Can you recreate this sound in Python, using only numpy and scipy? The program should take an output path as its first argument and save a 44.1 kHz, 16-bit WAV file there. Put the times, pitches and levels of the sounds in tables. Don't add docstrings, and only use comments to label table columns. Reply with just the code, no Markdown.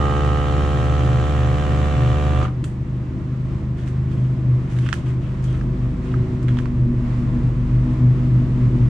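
import sys
import numpy as np
from scipy import signal
from scipy.fft import rfft, irfft, next_fast_len
from scipy.io import wavfile
from scipy.ndimage import uniform_filter1d

SR = 44100
rng = np.random.default_rng(int(sys.argv[2]) if len(sys.argv) > 2 else 0)


def pcm_store(signal):
    levels = np.round(np.clip(np.atleast_2d(signal), -1, 1) * 32767)
    wavfile.write(sys.argv[1], SR, levels.astype(np.int16).T)


N = 392049
T = np.arange(N) / SR

STOP_S, EMPTYING_S = 2.422, 1
DRONE_T60_S, AIR_T60_S, AIR_LINGERS_S = 0.32, 0.17, 0.024
VALVE_S = 2.641
# time in seconds, strokes per second.
PUMP_SPEED = [(0, 72.15), (.5, 72.45), (1.33, 72.9), (2.4, 73.5), (2.47, 76)]
# multiple of the stroke rate, level in dB, left minus right in dB.
DRONE_PARTIALS = [(1, -20, -2.5), (2, -26.5, 1), (3, -38.5, 0), (4, -36, -0.5), (5, -39, 0), (6, -39.5, 0),
                  (7, -35.5, 1.5), (8, -39, 6), (9, -44, 3), (10, -37.5, 0), (11, -40, 3), (12, -52, 6),
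                  (13, -58, -2), (14, -52.5, -20), (15, -47, -8), (16, -48, -3), (17, -47.5, -12),
                  (18, -38.5, -4.5), (19, -46, 8), (20, -46.5, -6), (22, -49.5, -4.5), (23, -50, -3),
                  (24, -54, 16), (25, -53.0, 4), (26, -52, -16), (27, -57, 1), (31, -54, -3), (34, -54, -3),
                  (35, -58, -4), (37, -55, 0), (38, -57, -3), (41, -58, -2)]
# frequency in Hz, level in dB.
VALVE_BUZZ = [(1500, -63), (2000, -54.5), (2150, -65), (2350, -56), (2550, -68), (2900, -59.5),
              (3150, -61.5), (3500, -65), (4400, -70)]
# frequency in Hz, typical phase in radians.
PHASE_SMEAR = [(400, 2), (900, .6), (1600, .65), (3000, 1.1)]
# frequency in Hz, lead in radians.
LEFT_EAR_LEAD = [(300, -0.57), (600, -0.39), (950, -1.9), (1290, 0.91), (1640, 1.7), (1980, -1.5),
                 (2330, 0), (2840, 0.14)]
# frequency in Hz, width in Hz, dB at full flow.
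OUTLET_BUMPS = [(413, 82, 8.5), (864, 65, 17), (1222, 70, 20), (1554, 51, 17.5), (1940, 98, 11),
                (2500, 86, -12), (2930, 210, 10.5)]
# frequency in Hz, width in Hz, dB at full vacuum.
CASING_BUMPS = [(700, 47, 4.5), (795, 46, -9), (980, 43, 12), (1179, 43, 14), (1305, 31, -16),
                (2690, 70, 6)]
# frequency in Hz at the start, frequency in Hz at the stop, width in Hz, lift in dB.
CHAMBER_BUMPS = [(1058, 930, 93, 9), (2446, 2330, 45, 12.5)]
# frequency in Hz, level in dB per Hz.
AIR_SPECTRUM = [(100, -69), (250, -81), (500, -67.5), (950, -76), (1250, -68), (1550, -74.5), (1850, -75),
                (2400, -78.5), (2950, -76.5), (3400, -79.5), (4400, -87), (5000, -89), (7400, -87.5),
                (8200, -94), (10000, -100), (14000, -119)]
# frequency in Hz, level in dB per Hz.
FLAP_SPECTRUM = [(300, -82), (900, -67), (1250, -55.5), (1600, -72), (3000, -76.5), (5000, -91),
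                 (12000, -130)]
# time in seconds, level in dB.
LAST_CLACKS = [(2.412, 2), (2.425, 3), (2.45, 5), (2.479, -2), (2.52, -20)]
# frequency in Hz, level in dB per Hz.
CHATTER_SPECTRUM = [(1200, -120), (1700, -81.5), (1770, -66), (1860, -71), (1950, -80), (2800, -120)]
CHATTER_S = 0.7
FLUTTERS = [(6.5, 2.6), (20.3, 3.5)]
# frequency in Hz, level in dB per Hz.
TICK_SPECTRUM = [(600, -96), (1400, -62), (2200, -69), (3300, -67.5), (5500, -82), (8000, -71),
                 (10000, -87), (14000, -102)]
# start in seconds, length in seconds, level in dB, crackle over rubbing in dB.
HAND_MOVES = [(3.754, .12, -2.5, -3), (3.867, 0.018, 0.5, 0.5), (4.064, 0.24, -6, -1),
              (4.678, 0.17, -0.5, 1.5), (4.808, .17, 2, -10), (5.048, 0.055, -1.5, 1.5),
              (5.2, 0.097, -1, -7), (5.42, 0.047, -4.5, 7), (5.465, 0.14, -3, 1), (6.026, 0.075, -1, -3),
              (6.11, .045, -2, -6), (6.415, 0.021, -10, 10.5), (6.473, 0.15, -2.5, -7)]
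# frequency in Hz, level in dB per Hz.
FILM_SPECTRUM = [(500, -110), (1300, -85), (3100, -90.5), (4300, -94.5), (6000, -91.5), (8500, -95),
                 (11000, -107), (15000, -128)]
# frequency in Hz, level in dB per Hz.
RUB_SPECTRUM = [(600, -110), (1300, -77), (2200, -84), (3100, -83.5), (3800, -91), (7000, -110),
                (14000, -140)]
# start in seconds, length in seconds, peak level in dB per Hz, peak frequency in Hz.
FILM_SLIDES = [(4.834, 0.068, -70.5, 2750), (5.06, .045, -79, 2800), (5.22, .09, -82, 2700),
               (5.419, .15, -79, 3150), (6.475, .025, -75, 3250), (6.562, 0.037, -75, 3300)]
# start in seconds, level in dB, brightness in dB, pitch ratio.
BAG_TAPS = [(3.878, -34, 9, 0.98), (4.788, -27.5, 5, 1.25), (4.864, -21.5, -8, 0.9),
            (4.8894, -18.5, 2, 1.14), (4.9285, -7.8, 2.2, 1.035), (4.9402, -28, 18, 1.1),
            (5.611, -22.5, -9, 0.92), (6.139, -12, -21, 0.91), (6.483, -24.5, 0, 1.2),
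            (6.489, -24, -6, 0.99), (6.571, -26, -1, 0.7), (6.588, -21.5, 2.5, 1.05), (6.6, -27, -5, 0.91),
            (6.657, -21.5, -3, 0.8)]
# frequency in Hz, t60 in seconds, level in dB.
TAP_RINGS = [(1420, 0.013, -1.5), (1700, 0.0075, 5), (2370, 0.0069, 0), (2750, 0.008, -6.5),
             (3700, .006, -16), (5440, 0.011, -15.5), (7160, 0.007, -14.5), (8700, 0.0057, -20)]
JOLT_DB, JOLT_SLOPE, JOLT_T60_S = 14, 0.95, 0.13
# time in seconds, cycles per second.
ENGINE_SPEED = [(0, 25.17), (2.5, 25.07), (3.3, 25.65), (4.1, 25.73), (4.7, 25.18), (5.3, 25.6),
                (7.2, 24.96), (8, 25.4), (8.9, 24.95)]
# multiple of the cycle rate, level in dB.
ENGINE_PARTIALS = [(1, -44), (2, -32.5), (3, -29.5), (4, -40.5), (6, -33.5), (7, -34), (8, -34.5),
                   (10, -44), (12, -44.5), (13, -45), (26, -63.5)]
# time in seconds, level in dB, depth of the throb from 0 to 1.
BOOM_LEVEL = [(0.74, -26, 0.08), (0.97, -20, 0.5), (1.94, -27, 0.93), (1.96, -20, 0.76), (2.68, -26, 0.15),
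              (3.23, -25.5, 0.34), (3.8, -25.5, 0.15), (4.25, -19.0, 0.18), (4.61, -20, 0.77),
              (5.12, -24.5, 0.6), (5.51, -22, 0.33), (5.88, -28.5, 0.5), (6.21, -23.5, 0.9),
              (6.83, -21, 0.5), (7.22, -22.5, 0), (7.65, -21, 0.38), (8.04, -16.5, 0.65), (8.78, -18, 0.34)]
# time in seconds, throbs so far.
BOOM_THROBS = [(-.21, 0), (1.47, 5), (2.05, 7), (2.41, 8), (2.97, 10), (3.44, 11), (4.23, 14), (5.1, 17),
               (5.53, 18), (7.47, 24), (8.66, 28), (8.83, 29), (9.1, 30)]
# crest in seconds, width in seconds, lift in dB.
LOW_SWELL = (7.4, 2, 9.8)
# time in seconds, base pitch in Hz, level in dB, depth of the pulsing from 0 to 1.
SECOND_HUM = [(0, 61.2, -44.5, 0.1), (3, 61.83, -43.5, 0.03), (5.2, 62.03, -40, 0),
              (6.1, 61.77, -30.5, .05), (6.9, 60.4, -28, 0.75), (7.5, 60.64, -30, 0.44),
              (8, 61.72, -26.5, 0.68), (8.4, 61.33, -28, 0.57), (8.9, 61.07, -24.5, 0.46)]
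# multiple of the base pitch, level in dB.
SECOND_HUM_PARTIALS = [(4, -1), (5, -17.5), (6, -16), (8, -23), (10, -29), (11, -34.5)]
# time in seconds, pulses so far.
SECOND_HUM_PULSES = [(0, 0), (6.9, 40), (7.37, 43), (7.65, 44), (7.89, 45), (8.04, 46), (8.42, 48),
                     (8.95, 51)]
# crest in seconds, width in seconds, lift in dB.
FIFTH_FLARE, SIXTH_FLARE = (7.9, 0.38, 11), (6.32, 0.4, 8)
# frequency in Hz, level in dB per Hz.
RUMBLE_SPECTRUM = [(20, -75.5), (34, -54.5), (44, -59.5), (65, -52.5), (90, -53), (122, -43), (150, -51.5),
                   (200, -55.5), (270, -57.5), (350, -57), (420, -70), (540, -73), (650, -73), (780, -89.5),
                   (1500, -110), (6000, -170)]
# frequency in Hz, level in dB per Hz.
HISS_SPECTRUM = [(300, -74), (800, -78), (1050, -74), (1550, -82), (1950, -82), (3200, -91), (4600, -97),
                 (8000, -103), (10000, -112), (14000, -132)]
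SWELL_S = 2.17
HUM_SWELL, RUMBLE_SWELL, HISS_SWELL = (-4.5, 0.37), (-2.68, 0.46), (-2, 0.73)


def pump(ripple=0.11, jitter=0.00065, uneven_db=0.17, air_db=-4.5, puff_db=6, thinning_db=-1,
         flap_db=-17.0, slap_db=8, slap_sharpness=8, clack_t60=0.073):
    strokes_per_s, = curves(PUMP_SPEED)
    running = until(STOP_S, DRONE_T60_S)
    stroke = angle(strokes_per_s * (1 + jitter * walk(38.5)))
    stroke_number = np.round(stroke / (2 * np.pi)).astype(int)
    force = undb(uneven_db * rng.standard_normal(1024))[stroke_number % 1024]
    shake = 1 + ripple * np.cos(2 * np.pi * 120 * T)
    tone = drone(stroke, uniform_filter1d(force, size=128)) * shake * running
    opening = np.sqrt(np.maximum(np.cos(stroke), 0))
    puffs = undb(puff_db * opening) * force ** opening
    air = colour(noise(alike=0.67) * puffs, AIR_SPECTRUM)
    air = kitchen(air, t60=0.048, wet_db=0)
    air *= undb(air_db + thinning_db * vacuum()) * until(STOP_S + AIR_LINGERS_S, AIR_T60_S)
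    slaps = opening ** slap_sharpness * force * undb(flap_db + slap_db * vacuum()) * running
    clacks = sum(undb(db) * burst(s, clack_t60) for s, db in LAST_CLACKS)
    flaps = colour(noise(alike=0.69) * (slaps + clacks), FLAP_SPECTRUM)
    rattle = (flaps + chatter(opening * running)) * pan(-2.1)
    return tone + kitchen(air * pan(-1.2) + rattle, t60=0.27, wet_db=-10.5)


def drone(stroke, force, knock_hz=900, knock_db=1.5, knock_t60=0.09, upper_db=-2,
          buzz_db=1.0, buzz_spread_db=4.0, count=5):
    on = T < STOP_S + 2 * DRONE_T60_S
    flow, strain = np.exp(-T[on] / EMPTYING_S), vacuum()[on]
    progress = np.minimum(T[on] / STOP_S, 1)
    chamber = [(first + (last - first) * progress, width, db) for first, last, width, db in CHAMBER_BUMPS]
    strong = {round(k): (db, pan_db) for k, db, pan_db in DRONE_PARTIALS}
    tone = np.zeros((2, N))
    knock = force * undb(upper_db + knock_db * np.cos(stroke)) * until(STOP_S, knock_t60)
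    for k in range(1, 60):
        hz = k * PUMP_SPEED[1][1]
        drift = np.interp(T[on], np.linspace(0, STOP_S, count), rng.standard_normal(count))
        faint = (db_at(hz, VALVE_BUZZ) + buzz_db + buzz_spread_db * drift, -3)
        db, pan_db = strong.get(k, faint)
        db = db + flow * lift_db(hz, OUTLET_BUMPS) + strain * lift_db(hz, CASING_BUMPS)
        db = db + lift_db(hz, chamber)
        phase = db_at(hz, PHASE_SMEAR) * rng.standard_normal()
        lead = db_at(hz, LEFT_EAR_LEAD) * np.array([[1], [-1]]) / 2
        ears = pan(pan_db) / np.sqrt(np.mean(pan(pan_db) ** 2))
        strength = undb(db) * (knock[on] if hz > knock_hz else 1)
        tone[:, on] += ears * strength * np.sqrt(2) * np.cos(k * stroke[on] + phase + lead)
    return -tone


def chatter(push, chatter_db=-1, onset_s=0.27):
    flutter_db = sum(db * np.cos(2 * np.pi * hz * T) for hz, db in FLUTTERS)
    loose = (1 + np.tanh((T - CHATTER_S) / onset_s)) / 2
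    return colour(noise(alike=0.99) * push * loose * undb(chatter_db + flutter_db), CHATTER_SPECTRUM)


def valve(t60=0.032, ring_hz=8200, ring_db=-83, ring_t60=0.24):
    tick = colour(noise(alike=0.48) * burst(VALVE_S, t60), TICK_SPECTRUM)
    spring = [(ring_hz / 2, -130), (ring_hz * 0.53, ring_db - 12), (ring_hz, ring_db), (ring_hz * 2.5, -130)]
    ring = colour(noise(alike=0.1) * burst(VALVE_S, ring_t60), spring)
    return kitchen(tick + ring, t60=0.25, wet_db=-7.5) * pan(-2.4)


def taps(tap_db=-4, bright_hz=2200, rise_s=0.00025, low_cut_hz=800):
    out, t = np.zeros(N), T[:2048]
    for s, db, bright_db, pitch in BAG_TAPS:
        ring = 0
        for hz, t60, mode_db in TAP_RINGS:
            detune = pitch * (1 + 0.029 * rng.standard_normal())
            tilt_db = bright_db * np.log2(hz / bright_hz) / 2
            ring = ring + undb(mode_db + tilt_db - 60 * t / t60) * np.sin(2 * np.pi * hz * detune * t)
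        contact = 1 - np.exp(-(t / (rise_s * undb(-bright_db))) ** 2)
        start = int(s * SR)
        out[start:start + len(t)] -= undb(db + tap_db) * ring * contact
    out = signal.sosfilt(signal.butter(2, low_cut_hz, "high", fs=SR, output="sos"), out)
    return kitchen(from_right(out, pan_db=-9), t60=0.065, wet_db=-11.5)


def film_cracks(crack_db=21, bright_share=0.5, t60=0.017):
    cracks = sum(undb(crack_db + db + bright_share * bright_db) * burst(s, t60)
                 for s, db, bright_db, _ in BAG_TAPS)
    return colour(noise(alike=0.3) * cracks, FILM_SPECTRUM)


def bag(snaps_per_s=1100, scatter_db=2.5, rub_grain_db=3):
    crackle = sum(undb(JOLT_DB + JOLT_SLOPE * (db + bright_db)) * burst(s, JOLT_T60_S)
                  for s, db, bright_db, _ in BAG_TAPS)
    drag = 0
    for s, length, db, crackle_db in HAND_MOVES:
        corners = [s, s + length / 4, s + length, s + 1.5 * length]
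        move = undb(db) * np.interp(T, corners, [0.016, 0.79, 0.38, 0.0076], left=0, right=0)
        crackle = crackle + undb(crackle_db) * move
        drag = drag + move
    snap_now = rng.random(N) < snaps_per_s / SR
    snap_size = undb(scatter_db * np.minimum(rng.exponential(size=N), 4))
    snaps = snap_now * noise(alike=0.2) * snap_size
    film = colour(snaps / snaps.std() * crackle, FILM_SPECTRUM)
    rub = colour(noise(alike=0.81) * drag * undb(rub_grain_db * walk(150)), RUB_SPECTRUM)
    return kitchen((film + rub) * pan(-1.5), t60=0.25, wet_db=-1.5)


def swishes(width=0.11, skirt_db=-16, grain_db=4):
    out = 0
    for s, length, db, hz in FILM_SLIDES:
        slide = np.sin(np.pi * np.clip((T - s) / length, 0, 1)) * undb(grain_db * walk(120))
        band = [(hz / 2, db - 51), (hz / (1 + width) ** 2, db + skirt_db), (hz, db),
                (hz * (1 + width) ** 2, db + skirt_db), (hz * 2, db - 51)]
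        out = out + colour(noise(alike=0.51) * slide, band)
    return kitchen(out * pan(-1.5), t60=0.25, wet_db=-8)


def engines(order=5, upper_db=-17, upper_share=0.39):
    hz, = curves(ENGINE_SPEED)
    beat = 2 * np.pi * curves(BOOM_THROBS)[0]
    rows = partials(hz * (1 + 0.0021 * walk(5)), ENGINE_PARTIALS, flicker_db=2.0, flicker_rate=7)
    low = rows[:2].sum(axis=0) * undb(lift_db(T, [LOW_SWELL]))
    hum = (low + rows[2:].sum(axis=0)) * swell(*HUM_SWELL)
    second_hz, second_db, pulse_depth = curves(SECOND_HUM)
    unsteady_hz = second_hz * (1 + 0.005036 * walk(9))
    fourth, fifth, sixth, *higher = partials(unsteady_hz, SECOND_HUM_PARTIALS, flicker_db=1.8, flicker_rate=6)
    pulsing = 1 + pulse_depth * np.cos(2 * np.pi * curves(SECOND_HUM_PULSES)[0])
    second = (fourth * pulsing + fifth * undb(lift_db(T, [FIFTH_FLARE]))) * undb(second_db)
    upper = sixth * undb(lift_db(T, [SIXTH_FLARE])) + sum(higher)
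    second += upper * undb(upper_db + upper_share * second_db)
    rumble = colour(noise(alike=0.92), RUMBLE_SPECTRUM) * swell(*RUMBLE_SWELL) * undb(1.2 * walk(10))
    hiss = colour(noise(alike=0.3), HISS_SPECTRUM) * swell(*HISS_SWELL) * undb(0.95 * walk(12)) * pan(-1.3)
    return (hum + second + boom(order * hz, beat, second_db) + rumble) * pan(0.55) + hiss


def boom(hz, beat, second_db, flutter_db=1):
    level_db, depth = curves(BOOM_LEVEL)
    carrier = angle(hz)
    throb = undb(level_db) * (np.cos(carrier) + depth * np.cos(carrier - beat))
    flutter = undb(second_db + flutter_db) * np.cos(carrier - 2 * beat)
    return np.sqrt(2) * (throb + flutter)


def partials(hz, orders, flicker_db, flicker_rate):
    turn = angle(hz)
    rows = []
    for k, db in orders:
        strength = undb(db + flicker_db * walk(flicker_rate))
        rows.append(strength * np.sqrt(2) * np.cos(round(k) * turn + rng.uniform(0, 2 * np.pi)))
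    return np.array(rows)


def kitchen(x, t60, wet_db):
    t = T[:SR // 2]
    wash = rng.standard_normal((2, len(t))) * undb(-60 * t / t60) * (t > 0.003)
    wash *= undb(wet_db) / np.sqrt(np.sum(wash ** 2) / 2)
    return x + signal.fftconvolve(np.atleast_2d(x), wash, axes=1)[:, :N]


def pan(db):
    return undb(np.array([[db], [-db]]) / 2)


def from_right(x, pan_db, delay=2):
    return np.array([np.roll(x, delay), x]) * pan(pan_db)


def vacuum():
    return np.minimum(T / STOP_S, 1) ** 2.46


def burst(s, t60):
    age = np.maximum(T - s, 0)
    return (age > 0) * undb(-60 * age / t60)


def until(s, t60):
    return undb(-60 * np.maximum(T - s, 0) / t60)


def swell(db, db_per_s):
    return undb(db + db_per_s * np.maximum(T - SWELL_S, 0))


def lift_db(at, bumps):
    return sum(db * np.exp(-((at - centre) / width) ** 2) for centre, width, db in bumps)


def undb(db):
    return 10 ** (np.asarray(db) / 20)


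def curves(table):
    s, *columns = np.transpose(table)
    return [np.interp(T, s, c) for c in columns]


def db_at(hz, points):
    f, db = np.transpose(points)
    return np.interp(np.log(hz + 1e-3), np.log(f), db)


def colour(x, points):
    size = next_fast_len(N + 8192)
    size += size % 2
    gain = undb(db_at(np.fft.rfftfreq(size, 1 / SR), points)) * np.sqrt(SR / 2)
    cepstrum = irfft(np.log(gain))
    cepstrum[1:size // 2] *= 2
    cepstrum[size // 2 + 1:] = 0
    return irfft(rfft(x, size) * np.exp(rfft(cepstrum)))[..., :N]


def noise(alike):
    alike = np.clip(alike, 0, 1)
    return np.sqrt(alike) * rng.standard_normal(N) + np.sqrt(1 - alike) * rng.standard_normal((2, N))


def walk(rate):
    k = int(SR / rate)
    steps = rng.standard_normal(4096)[np.arange(N) // k % 4096]
    return 1.3 * uniform_filter1d(uniform_filter1d(steps, k), k)


def angle(hz):
    return 2 * np.pi * np.cumsum(hz) / SR


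def scene():
    return pump() + valve() + taps() + film_cracks() + bag() + swishes() + engines()


def record(dry, top_hz=15500):
    ease = np.sin(np.pi / 2 * np.clip(np.minimum(T, T[-1] - T) / 0.003, 0, 1)) ** 2
    return signal.sosfilt(signal.ellip(8, 0.2, 70, top_hz, fs=SR, output="sos"), dry * ease)


dry = scene()
out = record(dry)
pcm_store(out)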